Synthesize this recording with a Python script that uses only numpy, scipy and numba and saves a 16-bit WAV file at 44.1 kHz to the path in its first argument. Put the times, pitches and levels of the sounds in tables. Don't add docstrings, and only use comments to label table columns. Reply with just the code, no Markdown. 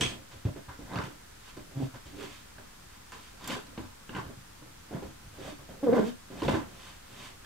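import sys
import numpy as np
from scipy import signal
from scipy.fft import rfft, irfft
from scipy.io import wavfile
from scipy.ndimage import uniform_filter1d
from numba import njit

SR = 44100
rng = np.random.default_rng(int(sys.argv[2]) if len(sys.argv) > 2 else 0)


def rack_gain(trim_db):
    fader = np.asarray(trim_db, float)
    return 10 ** (fader / 20)


def to_wav(s):
    ch = np.atleast_2d(s).T
    pcm = np.round(np.clip(ch, -1, 1) * 32767)
    wavfile.write(sys.argv[1], SR, pcm.astype(np.int16))


N = 328831

# pitch in Hz, level in dB per Hz.
HUSH = [(15, -16.5), (25, -2.5), (80, -2.5), (107, -11.5), (140, -8.5), (227, -7), (331, -11.5), (483, -12),
        (1140, -14), (1240, -12), (2430, -17.5), (7940, -20.5), (15600, -29)]
HUSH_DB = -55
WHINE_HZ, WHINE_WIDTH_HZ, WHINE_DB = 14411, 25, -84
ROOM_T60_S, ROOM_DB, ROOM_WIDE_HZ = 0.209, -2.5, 215

# pitch in Hz, width in Hz, level in dB.
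LAP = [(54, 34, 3), (98, 17.6, 1.5), (126, 91.3, 2), (164, 49, -4)]
MEMBRANE = [(195.7, 52.2, 2.5), (245, 38.3, 2.5), (290, 50.6, -3.5), (400, 41, -5), (525, 54, -6.5),
            (600, 78.2, -5), (690.2, 88.4, -7.5)]
INNER_AIR = [(790, 202, -0.5), (1010, 186, 5), (1376, 118, 1), (1587, 178, 0.5), (2083, 142, -7.5)]
SCRATCH = [(2620, 610, 3), (3030, 272, 4), (3626, 650, 0), (4540, 230, -1), (6180, 5730, 4.5),
           (10020, 4760, -5.5), (13300, 7800, -17)]
SHEEN = [(12130, 6800, 0)]
PEEL = [(2550, 160, -4), (3050, 300, -5), (3350, 130, 3), (6450, 400, -3.5), (5450, 900, -4),
        (7800, 200, -5), (9500, 2500, -13)]
PEEL_S, PEEL_DB, PEEL_FADE_S = .008, -29.5, 0.105
BRIGHT_HZ = 10500

# start in seconds, peak in dB, pitch in Hz, upper rings in dB relative to the main one.
TICKS = [
    (0.0084, -18.5, 7900, -28),
    (3.1193, -36, 6920, -23.5),
    (3.4424, -30, 4796, -16.5),
    (3.475, -25, 7295, -10),
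    (3.6666, -37, 4102, -24),
    (4.0934, -54.5, 4900, -15.5),
    (6.4802, -45, 4470, -24),
]

# start in seconds, peak in dB, membrane pitch in Hz, relative crack in dB.
PAD_TAPS = [(0.449, -19.5, 94.4, -40), (0.4785, -28.5, 107.8, -18), (0.788, -35.5, 233.2, -22.5),
            (1.564, -44.5, 346, -19.5), (2.578, -48, 199.5, 4), (3.495, -35.5, 200, 7),
            (3.562, -33, 388.8, -9), (4.621, -45.5, 150, -3.5), (4.907, -37, 341.4, -15),
            (5.021, -33, 390.3, -10), (5.382, -38.5, 292, -12.5), (5.586, -47, 95, 2),
            (5.688, -45, 182.3, -1.5), (5.828, -33, 275, -22.5), (5.925, -30, 263, -2),
            (5.976, -19.5, 436.7, -29.5), (6.3, -39, 267.7, -27), (6.479, -18, 261.3, -1),
            (6.539, -21.5, 312.6, -10.5)]
PAD_CRACK_HZ = 636
# start in seconds, peak in dB, membrane pitch in Hz, relative crack in dB,
# crack pitch in Hz.
NAIL_TAPS = [(0.0055, -26, 187.8, 3, 3030), (0.558, -36.5, 294.8, -8.5, 926), (0.679, -39, 90, -4, 1130),
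             (0.957, -27.5, 125.3, -1.5, 1160), (0.985, -26.5, 109.2, -10.5, 1390),
             (1.035, -31, 150, -7, 1800), (1.474, -54.5, 137, 12.5, 1660), (1.935, -40.5, 127.3, -12, 1380),
             (2.052, -45, 98, -11.5, 2100), (2.223, -45.5, 400, -8.5, 1340), (3.118, -50.5, 431, 12, 1170),
             (3.775, -28.5, 241.4, -5, 1010), (4.09, -35.5, 191.5, 2, 1550), (4.146, -32, 211.2, 0.5, 1520),
             (4.162, -30, 221, -8, 1000), (4.181, -32.5, 135, -3, 1300), (4.259, -39, 93, -1, 939),
             (4.37, -41, 124.2, -16, 1120), (4.944, -27, 165.6, -15, 929), (6.417, -26, 284.4, -4, 1010)]
LANDING_S = .003

# start in seconds, peak in dB, pitch in Hz.
SNAPS = [(0.0114, -19.5, 3030), (0.0222, -25, 3080), (0.0314, -22, 3250), (0.0488, -27, 3300),
         (0.0579, -28.5, 3390), (0.0721, -30.5, 3170), (0.0803, -33, 3460), (0.0887, -34.5, 3090),
         (0.6835, -43, 1156), (0.9159, -36.5, 960), (0.9352, -33.5, 980), (0.9582, -29, 1200),
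         (0.9713, -31, 1310), (0.9877, -29, 1200), (0.9984, -30, 1120), (1.0149, -32.5, 1400),
         (1.4789, -46, 1550), (2.1984, -37.5, 2570), (2.2207, -38, 1420), (2.5835, -42.5, 1580),
         (3.1214, -37.5, 1540), (3.4099, -41, 980), (3.4741, -36.5, 1010), (3.5061, -25, 2950),
         (3.5148, -30, 1410), (3.5638, -35, 1560), (3.5905, -34.5, 1430), (3.7765, -35, 1160),
         (4.0944, -40, 1560), (4.152, -33.5, 1480), (4.165, -29, 1420), (4.1837, -33, 1046),
         (5.8805, -36.5, 1140), (5.9353, -31, 2100), (5.9457, -30, 1130), (5.98, -32, 1560),
         (5.9879, -29.5, 980), (6.0085, -31.5, 1010), (6.4208, -32, 1010), (6.4324, -31.5, 1060),
         (6.451, -33, 1000), (6.4859, -23, 990), (6.5084, -25.5, 1000), (6.5424, -30.5, 1270),
         (7.446, -43, 1610)]
JOLTS = [(0.0515, -33, 372), (0.4539, -31, 340.5), (0.4671, -32, 321), (0.5622, -36.5, 358.4),
         (0.7911, -41, 309.7), (0.9607, -31.5, 656), (0.9922, -30.5, 414), (1.0001, -30, 790),
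         (1.0383, -37, 360), (1.0804, -38, 373), (1.5699, -38, 319), (1.8009, -30, 279.3),
         (1.8215, -28, 302), (3.4981, -31, 543), (3.5137, -33, 560), (3.565, -34, 341), (3.7773, -36, 290),
         (4.1859, -32, 370.5), (4.6228, -46, 298), (5.0279, -34, 400), (5.4506, -37, 580),
         (5.479, -38, 750), (5.4747, -34.5, 551), (5.8314, -26, 541), (5.8388, -25, 271),
         (5.8704, -20, 520), (5.8808, -22, 452), (5.8915, -17.5, 431), (5.8978, -21, 504),
         (5.9262, -12.5, 480), (5.9363, -15.5, 270), (5.9434, -16.5, 542), (5.9514, -20, 512),
         (5.9686, -20.5, 414), (5.9823, -16, 475), (5.9917, -20.5, 310), (6.0298, -25, 402),
         (6.0383, -28, 470), (6.0731, -31.5, 411), (6.4219, -25.5, 319.5), (6.4338, -26, 330),
         (6.4479, -28.5, 390), (6.4828, -15, 534), (6.5382, -21, 320), (6.5504, -26.5, 331.5),
         (6.5724, -26.5, 343),
         (0.013, -24, 300), (0.023, -26, 444), (0.045, -32, 120.5), (0.455, -28, 240), (0.466, -29, 262),
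         (0.481, -30, 219), (0.489, -38, 1000), (2.16, -43.5, 280), (2.28, -47, 301), (3.73, -46.5, 500),
         (3.8, -36, 228.4), (3.83, -38.5, 240), (3.85, -42, 220), (4.62, -46.5, 500), (4.915, -37, 704),
         (4.927, -33, 505), (4.934, -32.5, 447), (4.973, -38, 331), (5.413, -39, 450), (5.5245, -35, 299.5),
         (5.644, -46, 261), (5.6905, -39, 600), (5.71, -46, 280), (6.4575, -26, 251), (6.4645, -27, 150),
         (6.499, -23, 261), (6.519, -27.5, 240), (6.586, -31.5, 220)]
FLICKS = [(0.4525, -46, 2600), (0.9157, -44, 2070), (0.9347, -40, 3800), (0.9577, -34, 2580),
          (0.9582, -38, 4700), (0.9866, -31, 2070), (0.9872, -35, 4600), (1.0225, -42, 4900),
          (1.037, -39, 2640), (1.039, -42, 5800), (1.056, -42, 3100), (3.1205, -44, 2600),
          (3.4995, -36, 2300), (3.7765, -45, 2200), (4.0933, -39, 2900), (4.1497, -36, 2910),
          (4.1626, -37, 2900), (4.181, -40, 3100), (5.927, -36, 900), (6.4198, -34, 2950),
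          (6.4335, -36, 3000), (6.4505, -37, 3600), (6.4806, -27, 2800), (6.4812, -30, 3500),
          (6.4835, -30, 2050), (6.4945, -34, 3500), (6.539, -36, 3500), (6.552, -37, 3500),
          (1.8045, -46, 800), (1.8245, -46, 600), (1.866, -48, 700)]
CLICK_HZ, CLICK_S = 3280, 0.000131

# time in seconds, slip rate in Hz, level in dB,
# level of the octave in dB.
CREAK_LOW = [
    (1.74, 136.5, -66.5, -46),
    (1.77, 129.4, -30, -40),
    (1.8, 144.1, -45, -38),
    (1.824, 131, -34, -32),
    (1.846, 132.5, -34, -45),
    (1.885, 138, -62, -56),
]
CREAK_FAINT = [
    (2.14, 204.4, -65, -57),
    (2.17, 204.3, -60.5, -57),
    (2.214, 201.8, -61.5, -45),
    (2.266, 207.8, -64, -51),
    (2.31, 207.6, -68.5, -49),
]
CREAK_HIGH = [
    (5.826, 275, -25, -25),
    (5.846, 270, -27, -30),
    (5.857, 255, -41, -38),
    (5.872, 248, -24, -21.5),
    (5.898, 222, -26, -23),
    (5.915, 226, -25, -34),
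    (5.94, 264, -19, -21),
    (5.962, 240, -26, -23),
    (5.985, 224, -22, -19),
]
CREAK_TAIL = [
    (6.003, 214, -19.5, -28),
    (6.02, 215, -27, -39),
    (6.045, 205, -26, -36),
    (6.065, 226, -28.5, -42),
    (6.098, 245, -31, -42),
    (6.115, 248, -52, -63),
]
LOCKED_DB = -16
STICK_S, STICK_DB = 0.00793, -7.5

# peak in seconds, membrane level in dB, time to fade 20 dB
# in seconds, relative lap thud in dB, pitch of the dent in Hz.
PRESSES = [(0.0, -31, 0.126, 0, 398.7), (0.316, -48.5, .12, 3, 200), (0.456, -33, 0.081, -2.5, 227.5),
           (0.565, -45, 0.0731, 0, 310), (0.688, -46, 0.0756, 0, 210), (0.8, -48, 0.18, 6, 249.5),
           (1.57, -40.5, 0.0672, -5, 290), (1.945, -43, 0.0551, -14.5, 305), (2.06, -52.5, 0.1446, 2, 230),
           (2.587, -46.5, 0.0644, -10, 600), (3.13, -53.5, 0.14, -3, 465), (3.67, -54, 0.28, 4, 280),
           (3.79, -42, 0.1061, 1, 231), (4.097, -45.5, 0.1042, -7.5, 259.4), (4.372, -59, 0.08, 11, 211),
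           (5.03, -43, 0.1247, 0, 298.5), (5.232, -56, 0.12, 12, 226), (5.692, -46, 0.17, -5.5, 538),
           (5.59, -49, 0.13, -2.5, 290), (5.838, -27, 0.0774, -33, 404), (6.31, -44, 0.32, -11.5, 269),
           (6.424, -32, 0.2034, 4.5, 450), (6.484, -27, 0.1538, -4, 290), (7.096, -53.5, 0.05, 8, 238)]
# peak in seconds, membrane level in dB, time to swell 20 dB in seconds,
# time to fade 20 dB in seconds, pitch of the dent in Hz.
RUBS = [(0.13, -44.5, 0.24, 0.1557, 229.1), (0.95, -33.5, 0.0938, 0.1733, 232), (1.7, -51.5, .1, 0.16, 160),
        (1.835, -26, 0.0769, 0.0427, 233), (2.21, -44, 0.1547, 0.1766, 290), (2.85, -63.5, 0.17, 0.02, 235),
        (3.335, -54, .02, 0.04, 228), (3.47, -41.5, 0.0937, 0.0823, 170),
        (3.505, -34.5, 0.0506, 0.1144, 308.3), (4.19, -44, 0.0874, 0.1321, 259),
        (4.29, -42.5, 0.1457, 0.06, 198.3), (4.65, -51.5, 0.0652, 0.08, 301), (4.95, -33, .06, 0.0632, 240),
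        (5.39, -44.5, 0.07, 0.11, 322), (5.475, -41.5, 0.12, 0.07, 590), (5.89, -18, 0.0522, 0.1019, 448),
        (5.984, -12.5, 0.0723, 0.0751, 399), (6.07, -25, 0.0918, 0.0476, 237.6),
        (6.35, -42, 0.07, 0.1, 255), (6.56, -36, 0.085, 0.075, 280), (6.72, -51.5, 0.17, 0.29, 338.5),
        (7.22, -51, 0.1843, 0.14, 582.5), (7.456, -36, 0.01, .05, 246)]
# peak in seconds, scratch level in dB, swell in seconds,
# fade in seconds, relative inner air level in dB.
SLIDES = [(0.012, -31, 0.012, 0.125, -11), (0.316, -53, 0.01, 0.11, -9), (0.69, -58, 0.01, 0.09, 9),
          (0.975, -45, 0.096, 0.11, 4.5), (1.04, -48, 0.05, 0.07, -6), (1.488, -51.5, 0.092, 0.058, -13),
          (1.84, -52, 0.151, 0.079, -6), (1.955, -57.5, 0.053, 0.058, 2.5), (2.065, -53, 0.027, 0.12, -14),
          (2.23, -43.5, 0.0874, 0.083, -7.5), (2.33, -50, 0.166, 0.165, -15.5),
          (2.95, -60, 0.18, 0.097, -7), (3.125, -49, .008, 0.103, -2.5), (3.25, -54, 0.18, 0.155, -16),
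          (3.45, -48.5, 0.077, 0.055, -2), (3.505, -35, 0.058, .11, -6), (4.172, -47, 0.0543, 0.073, 7.5),
          (4.94, -55, 0.04, 0.11, 4), (5.486, -46.5, 0.171, 0.0884, -6.5), (5.975, -45, 0.1065, 0.1013, 6),
          (6.08, -45.5, 0.091, 0.061, -9), (6.445, -42, 0.1, 0.063, -4), (6.487, -39, 0.012, 0.123, -2),
          (6.545, -45, 0.04, 0.09, 5), (6.87, -50, 0.249, 0.158, -8.5), (7.25, -46, 0.215, 0.102, -9.5),
          (7.456, -48, 0.023, .05, -3.5)]
PRESS_S, ROUNDED = 0.0125, 1.396
RUB_LAP_DB = -6
PRESS_AIR_DB, PRESS_SCRATCH_DB, HARD_PRESS_DB = -17, -13.5, -39
# lap, membrane, inner air and scratch levels in dB.
REST_DB = (-57.5, -70.5, -70.5, -67.5)
REST_DENT_HZ = 240

TOP_HZ, OFFSET = 15600, -.001


def unit(x):
    return x / np.sqrt(np.mean(x ** 2))


def curves(tables):
    s, *columns = np.transpose(np.concatenate(tables))
    return [np.interp(np.arange(N) / SR, s, c, left=c[0], right=c[-1]) for c in columns]


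def ring(x, modes):
    t = np.arange(SR // 8) / SR
    response = np.zeros(len(t))
    for k, (hz, width, db) in enumerate(modes):
        fading = np.sqrt(width) * np.exp(-np.pi * width * t)
        response += (-1) ** k * rack_gain(db) * fading * np.sin(2 * np.pi * hz * t)
    return signal.fftconvolve(x, response / np.sqrt(np.sum(response ** 2)))[:N]


def hush():
    hz = np.fft.rfftfreq(N, 1 / SR) + 1
    points = np.array(HUSH)
    shape = rack_gain(np.interp(np.log(hz), np.log(points[:, 0]), points[:, 1]))
    likeness_hz = [60, 130, 290, 640, 1400, 3000]
    likeness = [0.89, 1.0, 0.085, -0.775, 0.356, -0.095]
    alike = np.clip(np.interp(np.log(hz), np.log(likeness_hz), likeness), -.99, .99)
    mid, side = (irfft(rfft(rng.standard_normal(N)) * shape * np.sqrt(1 + c), N) for c in (alike, -alike))
    air = np.array([mid + side, mid - side]) * rack_gain(HUSH_DB) / np.std(mid)
    near_whine = np.abs(hz - WHINE_HZ) < WHINE_WIDTH_HZ / 2
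    whine = unit(irfft(rfft(rng.standard_normal(N)) * near_whine, N))
    return air + rack_gain(WHINE_DB) * whine


def room(x):
    t = np.arange(int(.4 * SR)) / SR
    noise = rng.standard_normal((2, len(t)))
    dull = signal.sosfilt(signal.butter(1, 3000, fs=SR, output="sos"), noise)
    fading = dull + (noise - dull) * np.exp(-t / 0.109)
    mid, side = fading * np.exp(-np.log(1000) * t / ROOM_T60_S) * np.clip(t / 0.00144, 0, 1)
    side = signal.sosfilt(signal.butter(4, ROOM_WIDE_HZ, "high", fs=SR, output="sos"), side)
    tail = np.array([.5 * mid + side, .5 * mid - side]) / np.sqrt(np.sum(mid ** 2))
    return rack_gain(ROOM_DB) * signal.fftconvolve(x[None], tail, axes=1)[:, :N]


def ticks():
    out = np.zeros(N + SR)
    t = np.arange(SR // 40) / SR
    shape = np.clip(t / .0015, 0, 1) * np.exp(-t / .0032)
    for s, db, hz, top_db in TICKS:
        top = rack_gain(top_db)
        shares = [(.66, 0.326), (1, 0.7), (1.32, top), (1.6, top), (1.95, top)]
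        rings = sum(g * np.sin(2 * np.pi * min(hz * r, .33 * SR) * t) for r, g in shares)
        flutter = 1 + 2.4 * uniform_filter1d(rng.standard_normal(len(t)), size=8)
        start = int(s * SR)
        out[start:start + len(t)] += rack_gain(db - 5.5) * rings * flutter * shape
    return out[:N]


def all_taps():
    return sorted([(*tap, PAD_CRACK_HZ) for tap in PAD_TAPS] + NAIL_TAPS)


def taps():
    out = np.zeros(N + SR)
    t = np.arange(SR // 6) / SR
    strengths = [0.506, 0.558, 0.334, 0.263]
    for s, db, hz, crack_db, crack_hz in all_taps():
        ratios = np.array([1, 1.3, 1.9, 0.87]) * (.95 + 0.1698 * rng.random(4))
        tones = np.zeros(len(t))
        for ratio, strength in zip(ratios, strengths):
            tones += strength * np.sin(2 * np.pi * hz * ratio * t) * np.exp(-t * ratio / 0.0212)
        burst = rng.standard_normal(len(t)) * (np.exp(-t / 0.0036) + 0.3 * np.exp(-t / 0.07))
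        modes = MEMBRANE[4:] + INNER_AIR + SCRATCH[:4]
        near = [(f, w, d - 6.54 * abs(np.log2(f / crack_hz))) for f, w, d in modes]
        crack = ring(burst, near)[:len(t)]
        crack = rack_gain(crack_db - 0.05) * crack / np.abs(crack).max()
        start = int((s + LANDING_S) * SR)
        out[start:start + len(t)] += rack_gain(db - 2.4) * (tones + crack)
    return out[:N]


def releases(table, turns, rise_turns, click_db, gain_db):
    out = np.zeros(N + SR)
    t = np.arange(SR // 20) / SR
    click = np.sin(2 * np.pi * CLICK_HZ * t) * np.exp(-t / CLICK_S)
    for s, db, hz in table:
        swing = np.exp(-t * hz / turns) * (1 - np.exp(-t * hz / rise_turns))
        body = np.sin(2 * np.pi * hz * t) * swing
        start = int(s * SR)
        out[start:start + len(t)] -= rack_gain(db + gain_db) * (body + rack_gain(click_db) * click)
    return out[:N]


def creak(tables, third_db, slope_db, wander, patchy_db):
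    hz, db, octave_db = uniform_filter1d(curves(tables), size=250)
    t = np.arange(N) / SR
    drift = []
    for _ in range(4):
        smooth = uniform_filter1d(rng.standard_normal(N), size=300)
        drift.append(unit(uniform_filter1d(smooth, size=300)))
    phase = 2 * np.pi * np.cumsum(hz * (1 + wander * drift[0])) / SR
    upper = [octave_db + third_db + slope_db * k for k in range(5)]
    tone = np.zeros(N)
    for k, level in enumerate([db, octave_db, *upper]):
        tone += rack_gain(level + patchy_db * drift[k % 3 + 1]) * np.sin((k + 1) * phase)
    start_s, end_s = tables[0][0][0], tables[-1][-1][0]
    return tone * np.clip(np.minimum(t - start_s, end_s - t) / 0.009, 0, 1)


def grip():
    t = np.arange(N) / SR
    landings = np.sort([*(np.array(all_taps())[:, 0] + LANDING_S), *np.array(SNAPS)[:, 0]])
    following = np.minimum(np.searchsorted(landings, t), len(landings) - 1)
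    wait = landings[following] - t
    stuck = rack_gain(STICK_DB * np.clip(1 - wait / STICK_S, 0, 1) ** .5 * (wait > 0))
    spans = [(CREAK_LOW[0][0], CREAK_LOW[-1][0]), (CREAK_HIGH[0][0], CREAK_TAIL[-1][0])]
    locked = rack_gain(LOCKED_DB * sum((t > a) & (t < b) for a, b in spans))
    return stuck, locked


def swells(t, peak_s, swell_s, fade_s):
    ahead = t - peak_s[:, None]
    away = np.where(ahead < 0, -ahead / np.reshape(swell_s, (-1, 1)), ahead / fade_s[:, None])
    return rack_gain(-20 * away ** ROUNDED) ** 2


def power(db):
    return rack_gain(db) ** 2


def hands():
    t = np.arange(0, N / SR, .001)
    press_s, press_db, press_fade, lap_db, press_hz = np.transpose(PRESSES)
    rub_s, rub_db, rub_swell, rub_fade, rub_hz = np.transpose(RUBS)
    slide_s, slide_db, slide_swell, slide_fade, air_db = np.transpose(SLIDES)
    press = swells(t, press_s, PRESS_S, press_fade)
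    rub = swells(t, rub_s, rub_swell, rub_fade)
    slide = swells(t, slide_s, slide_swell, slide_fade)
    drag = power(np.minimum(press_db, HARD_PRESS_DB)) @ press
    lap = power(press_db + lap_db) @ press
    lap = lap + power(np.minimum(rub_db, HARD_PRESS_DB) + RUB_LAP_DB) @ rub
    skin = power(press_db) @ press + power(rub_db) @ rub
    air = power(slide_db + air_db) @ slide + power(PRESS_AIR_DB) * drag
    scratch = power(slide_db) @ slide + power(PRESS_SCRATCH_DB) * drag
    layers = np.array([lap, skin, air, scratch]) + power(np.array(REST_DB))[:, None]
    pitch = (power(press_db) * press_hz) @ press + (power(rub_db) * rub_hz) @ rub
    pitch = (pitch + power(REST_DB[1]) * REST_DENT_HZ) / layers[1]
    return [np.interp(np.arange(N) / SR, t, c) for c in [*(10 * np.log10(layers)), pitch]]


def slips(per_s, spread_db, smooth):
    happens = rng.random(N) < per_s / SR
    size = np.minimum(rng.exponential(size=N), 3)
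    sign = np.sign(rng.standard_normal(N))
    return unit(happens * rack_gain(spread_db * size) * sign + smooth * rng.standard_normal(N))


@njit
def dent(x, hz, damping):
    y, band, low = np.empty(len(x)), 0., 0.
    for i in range(len(x)):
        g = np.tan(np.pi * hz[i] / SR)
        v = (band + g * (x[i] - low)) / (1 + g * (g + damping))
        band = 2 * v - band
        low = low + 2 * g * v
        y[i] = damping * v
    return y


def peeling(fine):
    since = np.arange(N) / SR - PEEL_S
    level = rack_gain(PEEL_DB - 20 * np.abs(since / PEEL_FADE_S) ** ROUNDED)
    peel = ring(fine * (since > 0) * level, PEEL)
    return signal.sosfilt(signal.butter(4, BRIGHT_HZ, fs=SR, output="sos"), peel)


def rubbing():
    lap_db, skin_db, air_db, scratch_db, dent_hz = hands()
    stuck, locked = grip()
    coarse = rack_gain(0.62) * stuck * slips(per_s=600, spread_db=4.0, smooth=0.453)
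    fine = rack_gain(0.67) * stuck * slips(per_s=1800, spread_db=3.6, smooth=1.1)
    lap = ring(coarse * rack_gain(lap_db - 5.5), LAP)
    membrane = ring(coarse * locked * rack_gain(skin_db - 5), MEMBRANE)
    dented = dent(coarse * locked * rack_gain(skin_db + 16), dent_hz, 0.0873)
    sheen = ring(fine * rack_gain(0.286 * skin_db - 59.5), SHEEN)
    air = ring((0.685 * coarse + 0.857 * fine) * rack_gain(air_db - 0.5), INNER_AIR)
    scratch = ring(fine * rack_gain(scratch_db - 5), SCRATCH)
    return lap + membrane + dented + sheen + peeling(fine) + air + scratch


def scene():
    low = creak([CREAK_LOW], third_db=-15, slope_db=-1.5, wander=0.025, patchy_db=4.0)
    faint = creak([CREAK_FAINT], third_db=-32, slope_db=-4, wander=0.0477, patchy_db=3.0)
    high = creak([CREAK_HIGH, CREAK_TAIL], third_db=-15, slope_db=-5, wander=0.018, patchy_db=1.8) * rack_gain(-1.5)
    balloon = rubbing() + low + faint + high + ticks() + taps()
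    balloon = balloon + releases(SNAPS, turns=2.4, rise_turns=0.033, click_db=-6, gain_db=-0.34)
    balloon = balloon + releases(FLICKS, turns=3.2, rise_turns=0.15, click_db=-8, gain_db=1.5)
    balloon = balloon + releases(JOLTS, turns=2.3, rise_turns=0.338, click_db=-30, gain_db=-1.48)
    left, right = balloon * rack_gain([[-1.2], [1.2]]) * rack_gain(0.5) + room(balloon)
    mid = signal.sosfilt(signal.butter(4, 45, "high", fs=SR, output="sos"), left + right) / 2
    side = signal.sosfilt(signal.butter(2, 165, "high", fs=SR, output="sos"), left - right) / 2
    return np.array([mid + side, mid - side]) + hush()


def low_pass(x):
    return signal.sosfilt(signal.butter(12, 15710, fs=SR, output="sos"), x)


def record(dry):
    cut = signal.sosfilt(signal.ellip(8, .2, 70, TOP_HZ, fs=SR, output="sos"), dry)
    return low_pass(cut + OFFSET)


dry = scene()
out = record(dry)
to_wav(out)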